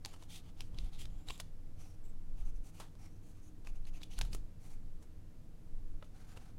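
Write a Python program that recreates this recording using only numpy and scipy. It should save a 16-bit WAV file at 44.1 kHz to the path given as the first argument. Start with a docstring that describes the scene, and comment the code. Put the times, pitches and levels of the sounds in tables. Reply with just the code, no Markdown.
"""Cardboard trading cards are sorted by two hands above a desk mat in a small room.
Their faces rub together with a grainy hiss; edges catch and flick free, or land on the mat,
with a snap that leaves the card ringing briefly. The arms rock the desk and the microphone
on it, making a deep rumble, and a fan hums in the background throughout."""
import sys
import numpy as np
from scipy import signal
from scipy.fft import rfft, irfft, next_fast_len
from scipy.io import wavfile
from scipy.ndimage import uniform_filter1d

SR = 44100
rng = np.random.default_rng(int(sys.argv[2]) if len(sys.argv) > 2 else 0)


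def bounce(signal):
    """Save signal as a 16-bit WAV file at the path given by the first command-line argument."""
    frames = np.transpose(np.atleast_2d(signal))
    limited = np.clip(frames, -1, 1)
    pcm = np.round(limited * 32767).astype(np.int16)
    wavfile.write(sys.argv[1], SR, pcm)


N = 290178
TIME = np.arange(N) / SR
PADDED = next_fast_len(N, True)
FREQ = np.fft.rfftfreq(PADDED, 1 / SR)


def undb(db):
    """Turn decibels into a number to multiply by."""
    return 10 ** (np.asarray(db) / 20)


def shape(points, freq=FREQ):
    """Gain at each frequency, from a tone curve of (f/Hz, level/dB) points."""
    hz, db = np.transpose(points)
    return undb(np.interp(np.log(freq + 1), np.log(hz), db))


def resonance(hz, width):
    """Gain that peaks at one pitch and falls steeply on both sides."""
    return 1 / (1 + ((FREQ - hz) / width) ** 2) ** 2


def colour(x, gain, band=(0, SR)):
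    """Filter x, then scale it so its average strength (rms) inside the band is 1."""
    spectrum = rfft(x, PADDED) * gain
    inside = irfft(spectrum * (FREQ >= band[0]) * (FREQ < band[1]), PADDED)[:N]
    return irfft(spectrum, PADDED)[:N] / inside.std()


def noise():
    """White noise: an even hiss."""
    return rng.standard_normal(N)


def wander(rate):
    """A smooth random drift that takes a new course `rate` times a second."""
    step = max(int(SR / rate), 1)
    return 2.4 * uniform_filter1d(np.repeat(rng.standard_normal(N // step + 1), step), step)[:N]


def tap_response(points, size=512):
    """The sound of one sharp tap on something with this tone curve."""
    cepstrum = irfft(np.log(shape(points, np.fft.rfftfreq(size, 1 / SR))))
    # fold the second half onto the first, so nothing sounds before the tap
    cepstrum[1:size // 2] *= 2
    cepstrum[size // 2 + 1:] = 0
    return irfft(np.exp(rfft(cepstrum)))


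def stroke(start, end, ramp, ease_s=0.013):
    """Speed of a hand movement that builds, holds and eases off; each ramp is a share of its length."""
    progress = np.clip((TIME - start + ease_s) / (end - start + 2 * ease_s), 0, 1)
    return np.sin(np.pi / 2 * np.clip(np.minimum(progress, 1 - progress) / ramp, 0, 1)) ** 1.5


# the fan's hum tones: f/Hz, width/Hz, level/dB
FAN_HUM = [(83, 34, -64.5), (162.3, 18.5, -67.5), (310.4, 5.3, -75), (468.7, 44, -78.5)]
# tone curve of the moving air: f/Hz, relative level/dB
AIR_TONE = [(20, -6), (55, -3), (100, 6.5), (135, -4.5), (200, -6), (300, -8), (400, -18.5), (600, -20),
            (900, -26), (1600, -30.5), (3200, -35.5), (7000, -37.5), (13000, -41), (16000, -47.5)]


def fan(air_db=-66.33):
    """A fan hums on a few unsteady tones over the even rush of moving air."""
    hum = sum(undb(db) * colour(noise(), resonance(hz, width)) for hz, width, db in FAN_HUM)
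    air = colour(noise(), shape(AIR_TONE), band=(200, SR))
    return hum + undb(air_db) * air


def swing(hz, width):
    """One slow vibration of the desk, even in strength but drifting in pitch."""
    wave = signal.hilbert(colour(noise(), resonance(hz, width)), PADDED)[:N]
    strength = np.sqrt(uniform_filter1d(abs(wave) ** 2, size=4000) / 2)
    return wave.real / strength


# the desk's natural vibrations, lowest first: f/Hz, width/Hz, relative level/dB
DESK_TONES = [(13.43, 3.52, 1), (25.5, 10, -6.5), (36, 8.9, -17)]
# arms reaching: start t/s, end t/s, sway level/dB, shudder level against the sway/dB
ARM_REACHES = [(0.527, 1.274, -46.5, -5), (1.454, 1.864, -48, -11), (1.977, 2.315, -42, -15),
               (2.269, 2.645, -38, 1), (3.619, 4.026, -39.5, -2.5), (4.084, 4.49, -43.5, 1.5),
               (4.681, 4.991, -43, -17), (5.683, 5.997, -38, -5)]


def desk_rocking(resting_db=-50, ramp=0.22):
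    """The desk always sways and shudders a little; each reach of an arm rocks it harder."""
    sway = shudder = undb(resting_db)
    for start, end, db, shudder_db in ARM_REACHES:
        reach = stroke(start, end, ramp)
        sway = sway + undb(db) * reach
        shudder = shudder + undb(db + shudder_db) * reach
    lowest, *upper = (undb(db) * swing(hz, width) for hz, width, db in DESK_TONES)
    return sway * lowest + shudder * sum(upper)


# card edges flicking free or landing: t/s, low body level/dB, middle crack level/dB,
# high edge level/dB, contact t/ms, drag level against the snap/dB, ring t/ms,
# main ring f/Hz, its level/dB, second ring f/Hz, its level/dB
CARD_FLICKS = [(0.0496, -20, -19.5, -33, 4.4, -29, 0.66, 4560, -6, 6600, -16.5),
               (0.059, -21, -15.5, -22, 1, -20, 12, 804, -1.5, 3870, -16),
               (0.14, -19.5, -29.5, -33, 9, 2, 4.9, 1330, -15.5, 3050, -17),
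               (0.1622, -24.5, -37.5, -44, 4.8, -20, 2.6, 900, -41, 2980, -36),
               (0.225, -26, -31, -37.5, 3.6, -5, 1.9, 1000, -18, 3830, -26),
               (0.2357, -53, -35, -43, 1.5, -15, 1.5, 3550, -26, 6260, -29),
               (0.6066, -44, -16, -35, 0.6, -22, 1.4, 3170, -13, 5250, -14.5),
               (0.6075, -21, -31, -28, 1.6, -25, 1.7, 5300, -16, 2700, -21),
               (0.619, -37, -27, -41, 4, 4, 2, 2700, -22, 6780, -31),
               (0.7457, -30, -39.5, -48, 2.5, 2, 2.4, 3300, -23, 4930, -34),
               (0.7868, -24.5, -17, -35.5, 1, -9, 2.3, 3930, -9, 3070, -23),
               (0.8452, -46, -45, -42, 3, -12, 3, 3080, -32, 4280, -28),
               (1.0547, -25, -24.5, -35, 2.5, -14, 1.3, 3550, -14.5, 2300, -38),
               (1.2864, -21, -22.5, -31, 6.6, -6, 1.9, 3900, -2.5, 6970, -15),
               (1.2995, -16.5, -20.5, -34, 1.3, -8, 2.6, 2670, -7, 1020, -16),
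               (1.304, -20, -16, -31, 2.2, -17, 2.5, 1070, -2.5, 2730, -7),
               (1.3062, -34, -23, -40, 1.4, -13, 2.2, 3480, -3, 7400, -11),
               (1.3783, -44, -40, -35, 0.72, -22, 1.4, 3450, -33, 6930, -29),
               (1.4001, -12.5, -13, -20, 4.7, -17, 3.6, 3720, -3, 6300, -9),
               (2.8, -11, -27.5, -28, 6.7, -20, 1.7, 2630, -22, 6100, -31),
               (2.803, -11.5, -21, -29.5, 32, -22, 1.5, 690, -18, 1255, -22),
               (2.953, -29, -45, -49, 1.7, -15, 1.3, 4700, -36, 3910, -45),
               (3.648, -28, -36.5, -46, 4.4, -25, 3.5, 2680, -28, 4700, -29),
               (3.6718, -18, -28.5, -36, 2.43, -14, 2, 2420, -12, 593, -14.5),
               (3.853, -36, -39, -45.5, 1.43, -8, 2.8, 4194, -20.5, 6580, -39),
               (4.0177, -22, -31, -42, 2.3, 1, 2.1, 3860, -18, 2320, -19),
               (4.0324, -46, -16.5, -31, 4.4, -11, 3.7, 3380, -6, 2773, -18),
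               (4.1832, -35, -21, -50, 2.4, -1, 1.6, 4200, -12.5, 2800, -13),
               (4.1889, -16, -20, -19.5, 1.15, -16, 3.3, 1428, -8, 10970, -6),
               (4.213, -8, -5.5, -21.5, 0.8, -37, 1.5, 2680, -8, 1560, -1.5),
               (4.217, -22, -18, -26, 2.8, -19, 1.3, 2300, -14, 7300, -8),
               (4.2505, -37, -27.5, -37, 3.6, -11, 2.6, 1225, -19, 3380, -33),
               (4.331, -23, -21, -26.5, 9, -10, 2.6, 4880, -8, 2570, -13),
               (4.348, -16, -21.5, -21, 2.55, -10, 3.6, 408, -3, 1366, -12.5),
               (5.0263, -27, -38.5, -38.5, 13, -6, 3.1, 6500, -31, 2700, -42),
               (6.0255, -17.5, -27, -79, 1.9, -18, 4, 1300, -7.5, 630, -8),
               (6.044, -33, -37, -70, 1.74, -15, 2.3, 4040, -43, 1334, -35),
               (6.3736, -15, -27.5, -35.5, 3.7, 1, 2, 2840, -14.5, 988, -16)]


def flicks(snap_ms=0.31, flutter_db=-13, flutter_ms=9, drag_ms=12.6, flex=0.056, size=4096):
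    """An edge drags, snaps free and chatters on the next card, while its own card rings on two tones."""
    out = np.zeros(N + 2 * size)
    ms = TIME[:size] * 1000
    for when, body, crack, edge, contact_ms, drag_db, ring_ms, *rings in CARD_FLICKS:
        fades = np.exp(-ms / np.array([[contact_ms], [flutter_ms], [drag_ms]]))
        bursts = rng.standard_normal((3, size)) * fades
        chatter, flutter, drag = bursts / np.linalg.norm(bursts, axis=1, keepdims=True)
        snap = chatter + undb(flutter_db) * flutter
        snap[0] += snap_ms / contact_ms  # a shorter contact gives a cleaner click
        # the drag swells until the edge slips off
        spectrum = rfft(np.concatenate([undb(drag_db) * drag[::-1], snap / np.linalg.norm(snap)]))
        # even out the push, so that the tone comes from the card
        push = irfft(spectrum / np.sqrt(uniform_filter1d(abs(spectrum) ** 2, size=130)))
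        card = tap_response([
            (120, body - 18), (420, body), (1050, body - 2), (1800, (body + crack) / 2 - 3.5),
            (2800, crack), (3900, crack - .5), (5200, crack + 0.32 * (edge - crack)),
            (7500, edge + 3.2), (10500, edge), (15500, edge - 11)])
        hit = signal.fftconvolve(push, card)[:2 * size]
        fade = np.exp(-ms / ring_ms)
        for hz, db in (rings[:2], rings[2:]):
            # the card is still bending, so its pitch wobbles
            bend = uniform_filter1d(rng.standard_normal(size), size=64)
            phase = 2 * np.pi * np.cumsum(hz * (1 + flex * bend / bend.std())) / SR
            hit[size:] += undb(db) * 2 * fade / fade.sum() * np.sin(phase)
        start = int(when * SR)
        out[start:start + 2 * size] += hit
    return out[size:size + N]


def skid_speed(base_db=-66, follow=0.4, slowing_s=0.034):
    """After each flick the card skids to rest, starting faster after a louder crack."""
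    kicks = np.zeros(N)
    for when, _, crack_db, *_ in CARD_FLICKS:
        kicks[int(when * SR)] = undb(base_db + follow * crack_db)
    return signal.lfilter([1], [1, -np.exp(-1 / (slowing_s * SR))], kicks)


def rubbed_tone(grip, hz, width_hz):
    """Rubbing keeps a card ringing: a band of noise around a moving pitch."""
    flicker = colour(noise() * grip, resonance(0, width_hz))
    return np.sqrt(2) * flicker * np.sin(2 * np.pi * np.cumsum(hz) / SR)


# papery tones of a sliding card: multiple of the whisper pitch, width/Hz, relative level/dB
WHISPER_TONES = [(0.998, 760, -1), (1.529, 800, -10), (1.867, 603, -13)]


def whisper(grip, hz):
    """A rubbed card whispers on a few high, breathy tones."""
    return sum(undb(db) * rubbed_tone(grip, ratio * hz, width) for ratio, width, db in WHISPER_TONES)


# tone curves of a slide's low body, middle rub and high hiss: f/Hz, relative level/dB
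BODY_TONE = [(200, -19), (450, -14), (750, 10.5), (1000, 0), (1300, 2.5), (1900, -10.5), (2400, -3),
             (3200, -50), (8000, -59)]
RUB_TONE = [(900, -46), (1900, -3), (2600, 1), (3400, -3), (4700, -1), (6000, -7), (10000, -28)]
HISS_TONE = [(2000, -10.5), (4400, -0.5), (5200, -5.5), (6050, 1.5), (7400, 2), (8500, 0.5), (9700, 1.5),
             (10800, -1.5), (11700, -2.5), (13000, -6.5), (16000, -9)]


def friction(pressure, rasp_hz, whisper_hz, whisper_db, snags_per_s=30, snag_db=13, rasp_db=0.5):
    """Paper fibres catch and slip in tiny grains, making three steady noises: body, rub and hiss."""
    drift = 1 + 0.013 * wander(6)  # the shifting grip moves the pitches a little
    grain_db = 0.5 * wander(1800)
    judder_db = np.interp(pressure, (0, 1), (1, 0.98)) * wander(90)
    grip = undb(grain_db + judder_db)
    snags = undb(snag_db) * noise() * (rng.random(N) < snags_per_s / SR)  # stray fibres and corners
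    body, rub, hiss = (colour(noise() * grip + snags, shape(tone))
                       for tone in (BODY_TONE, RUB_TONE, HISS_TONE))
    rasp = undb(rasp_db) * rubbed_tone(grip, drift * rasp_hz, width_hz=720)  # the card bending
    papery = undb(whisper_db) * whisper(grip, drift * whisper_hz)
    # mix the tones in without making the noises louder
    return body, (rub + rasp) / np.hypot(1, rasp.std()), (hiss + papery) / np.hypot(1, papery.std())


# card faces sliding: start t/s, end t/s, hiss level/dB, finger pressure (0 to 1),
# rasp f/Hz, whisper f/Hz, whisper level against the plain hiss/dB
CARD_SLIDES = [(0.069, 0.132, -74.5, 1, 3004, 7170, 2), (0.2, 0.25, -71.5, 0.62, 3090, 6200, -8),
               (0.291, 0.405, -58.5, 0.69, 3430, 6000, -9), (0.431, 0.51, -76.5, 0.94, 3100, 6170, -8),
               (0.57, 0.624, -76, 0.9, 3210, 6520, -3), (0.751, 0.91, -72, 0.9, 3290, 6200, -11),
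               (0.922, 0.984, -71.5, 0.97, 3620, 6200, -7), (0.98, 1.048, -62.5, 0.76, 3160, 7260, -8),
               (1.001, 1.03, -63.5, 0.76, 2860, 7315, -6), (1.063, 1.281, -82, 0.93, 3230, 7160, 4),
               (1.272, 1.375, -66.5, 0.9, 3430, 7170, 1), (1.769, 1.883, -70.5, 0.5, 2750, 6050, -1),
               (1.851, 1.96, -75, 0.25, 2820, 6000, -1), (2.04, 2.11, -79, 0.58, 2800, 7440, 8),
               (2.37, 2.44, -73, 0.64, 2890, 6060, -5), (2.453, 2.509, -71.5, 0.42, 2664, 6250, 0),
               (2.549, 2.58, -78, 0.28, 2726, 6370, 2), (2.639, 2.706, -66.5, 0.17, 2720, 6200, -10),
               (2.729, 2.835, -67.5, 0.52, 2700, 6140, -7), (2.982, 3.09, -73.5, 0.65, 2223, 5830, 0),
               (3.098, 3.18, -80, 0.1, 2690, 6140, 2), (3.216, 3.339, -73, 0.06, 2740, 6400, -7),
               (3.341, 3.411, -78.5, 0.48, 2720, 6150, -2), (3.415, 3.504, -72, 0.03, 2730, 6420, 1),
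               (3.664, 3.702, -72.5, 0.8, 2560, 6400, 0), (3.753, 3.776, -76, 0.69, 2640, 6270, -4),
               (3.87, 3.893, -68, 0.88, 2570, 6320, -3), (3.934, 3.987, -71, 0.9, 2587, 6410, 1),
               (4.107, 4.142, -68, 1, 3150, 6440, 3), (4.134, 4.174, -69.5, 0.9, 4150, 6240, 4),
               (4.185, 4.185, -67.5, 0.92, 3600, 6460, -4), (4.325, 4.37, -64.5, 0.02, 3000, 7600, -5),
               (4.588, 4.774, -68.5, 0.3, 2200, 5790, -9), (6.124, 6.28, -75, 0.8, 1497, 6210, -6.5),
               (6.275, 6.345, -69, 0.92, 1456, 7340, -2), (6.363, 6.53, -75.5, 0.8, 1398, 5830, -6)]


def slides(ramp=0.38, body_db=(-10.5, 7.5), rub_db=(-13, 5.5), knee_db=-74, body_follow=0.08):
    """Cards slide over each other: a light touch mostly hisses, pressing brings out body and rub."""
    moves = [(undb(db) * stroke(start, end, ramp), *touch) for start, end, db, *touch in CARD_SLIDES]
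    moves.append((skid_speed(), 0.41, 3290, 6340, -8))  # speed, then the table's last four columns
    # each pair of dB values runs from the lightest touch to full pressure
    body_level, rub_level, hiss_level = (
        np.sqrt(sum((speed * undb(np.interp(pressure, (0, 1), pair))) ** 2
                    for speed, pressure, *_ in moves))
        for pair in (body_db, rub_db, (0, 0)))
    # above the knee level the body barely grows, so a fast slide is brighter
    body_level /= np.maximum(body_level / undb(knee_db), 1) ** (1 - body_follow)
    # the fastest card sets the grip and the pitches
    speeds, *touches = zip(*moves)
    fastest_touch = np.array(touches, float)[:, np.argmax(speeds, axis=0)]
    body, rub, hiss = friction(*uniform_filter1d(fastest_touch, size=200))
    return body_level * body + rub_level * rub + hiss_level * hiss


def room(x, echo_db=-14, fade_60db_s=0.31, damp_hz=7000, gap_s=0.0039):
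    """A small furnished room adds a short, duller echo."""
    tail = noise() * np.exp(-np.log(1000) * TIME / fade_60db_s) * (TIME > gap_s)
    tail = signal.sosfilt(signal.butter(1, damp_hz, fs=SR, output="sos"), tail / np.linalg.norm(tail))
    return x + undb(echo_db) * signal.fftconvolve(x, tail[:SR // 2])[:N]


# hands bumping the mat: start t/s, end t/s, level/dB
MAT_BUMPS = [(0.582, 0.71, -46), (0.706, 0.9, -35.5), (0.953, 1.178, -40), (1.275, 1.328, -44),
             (2.341, 2.515, -46.5), (4.14, 4.424, -36.5)]
# tone curve of a bump: f/Hz, relative level/dB
BUMP_TONE = [(15, 5), (32, 12), (65, -8.5), (110, -11.5), (200, -21), (400, -37), (900, -43.5),
             (4000, -100)]


def mat_bumps(ramp=0.3):
    """Hands bump the mat, and the desk passes the soft thuds up the microphone stand."""
    level = sum(undb(db) * stroke(start, end, ramp) for start, end, db in MAT_BUMPS)
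    return level * colour(noise(), shape(BUMP_TONE))


def scene():
    """The cards in the room, over the desk's rumble and the fan, in one channel."""
    cards = room(flicks() + slides())
    return (cards + desk_rocking() + mat_bumps() + fan())[None]


def record(dry):
    """Cut away the highest treble, above 15850 Hz."""
    return signal.sosfilt(signal.ellip(10, .2, 70, 15850, fs=SR, output="sos"), dry)


dry = scene()
out = record(dry)
bounce(out)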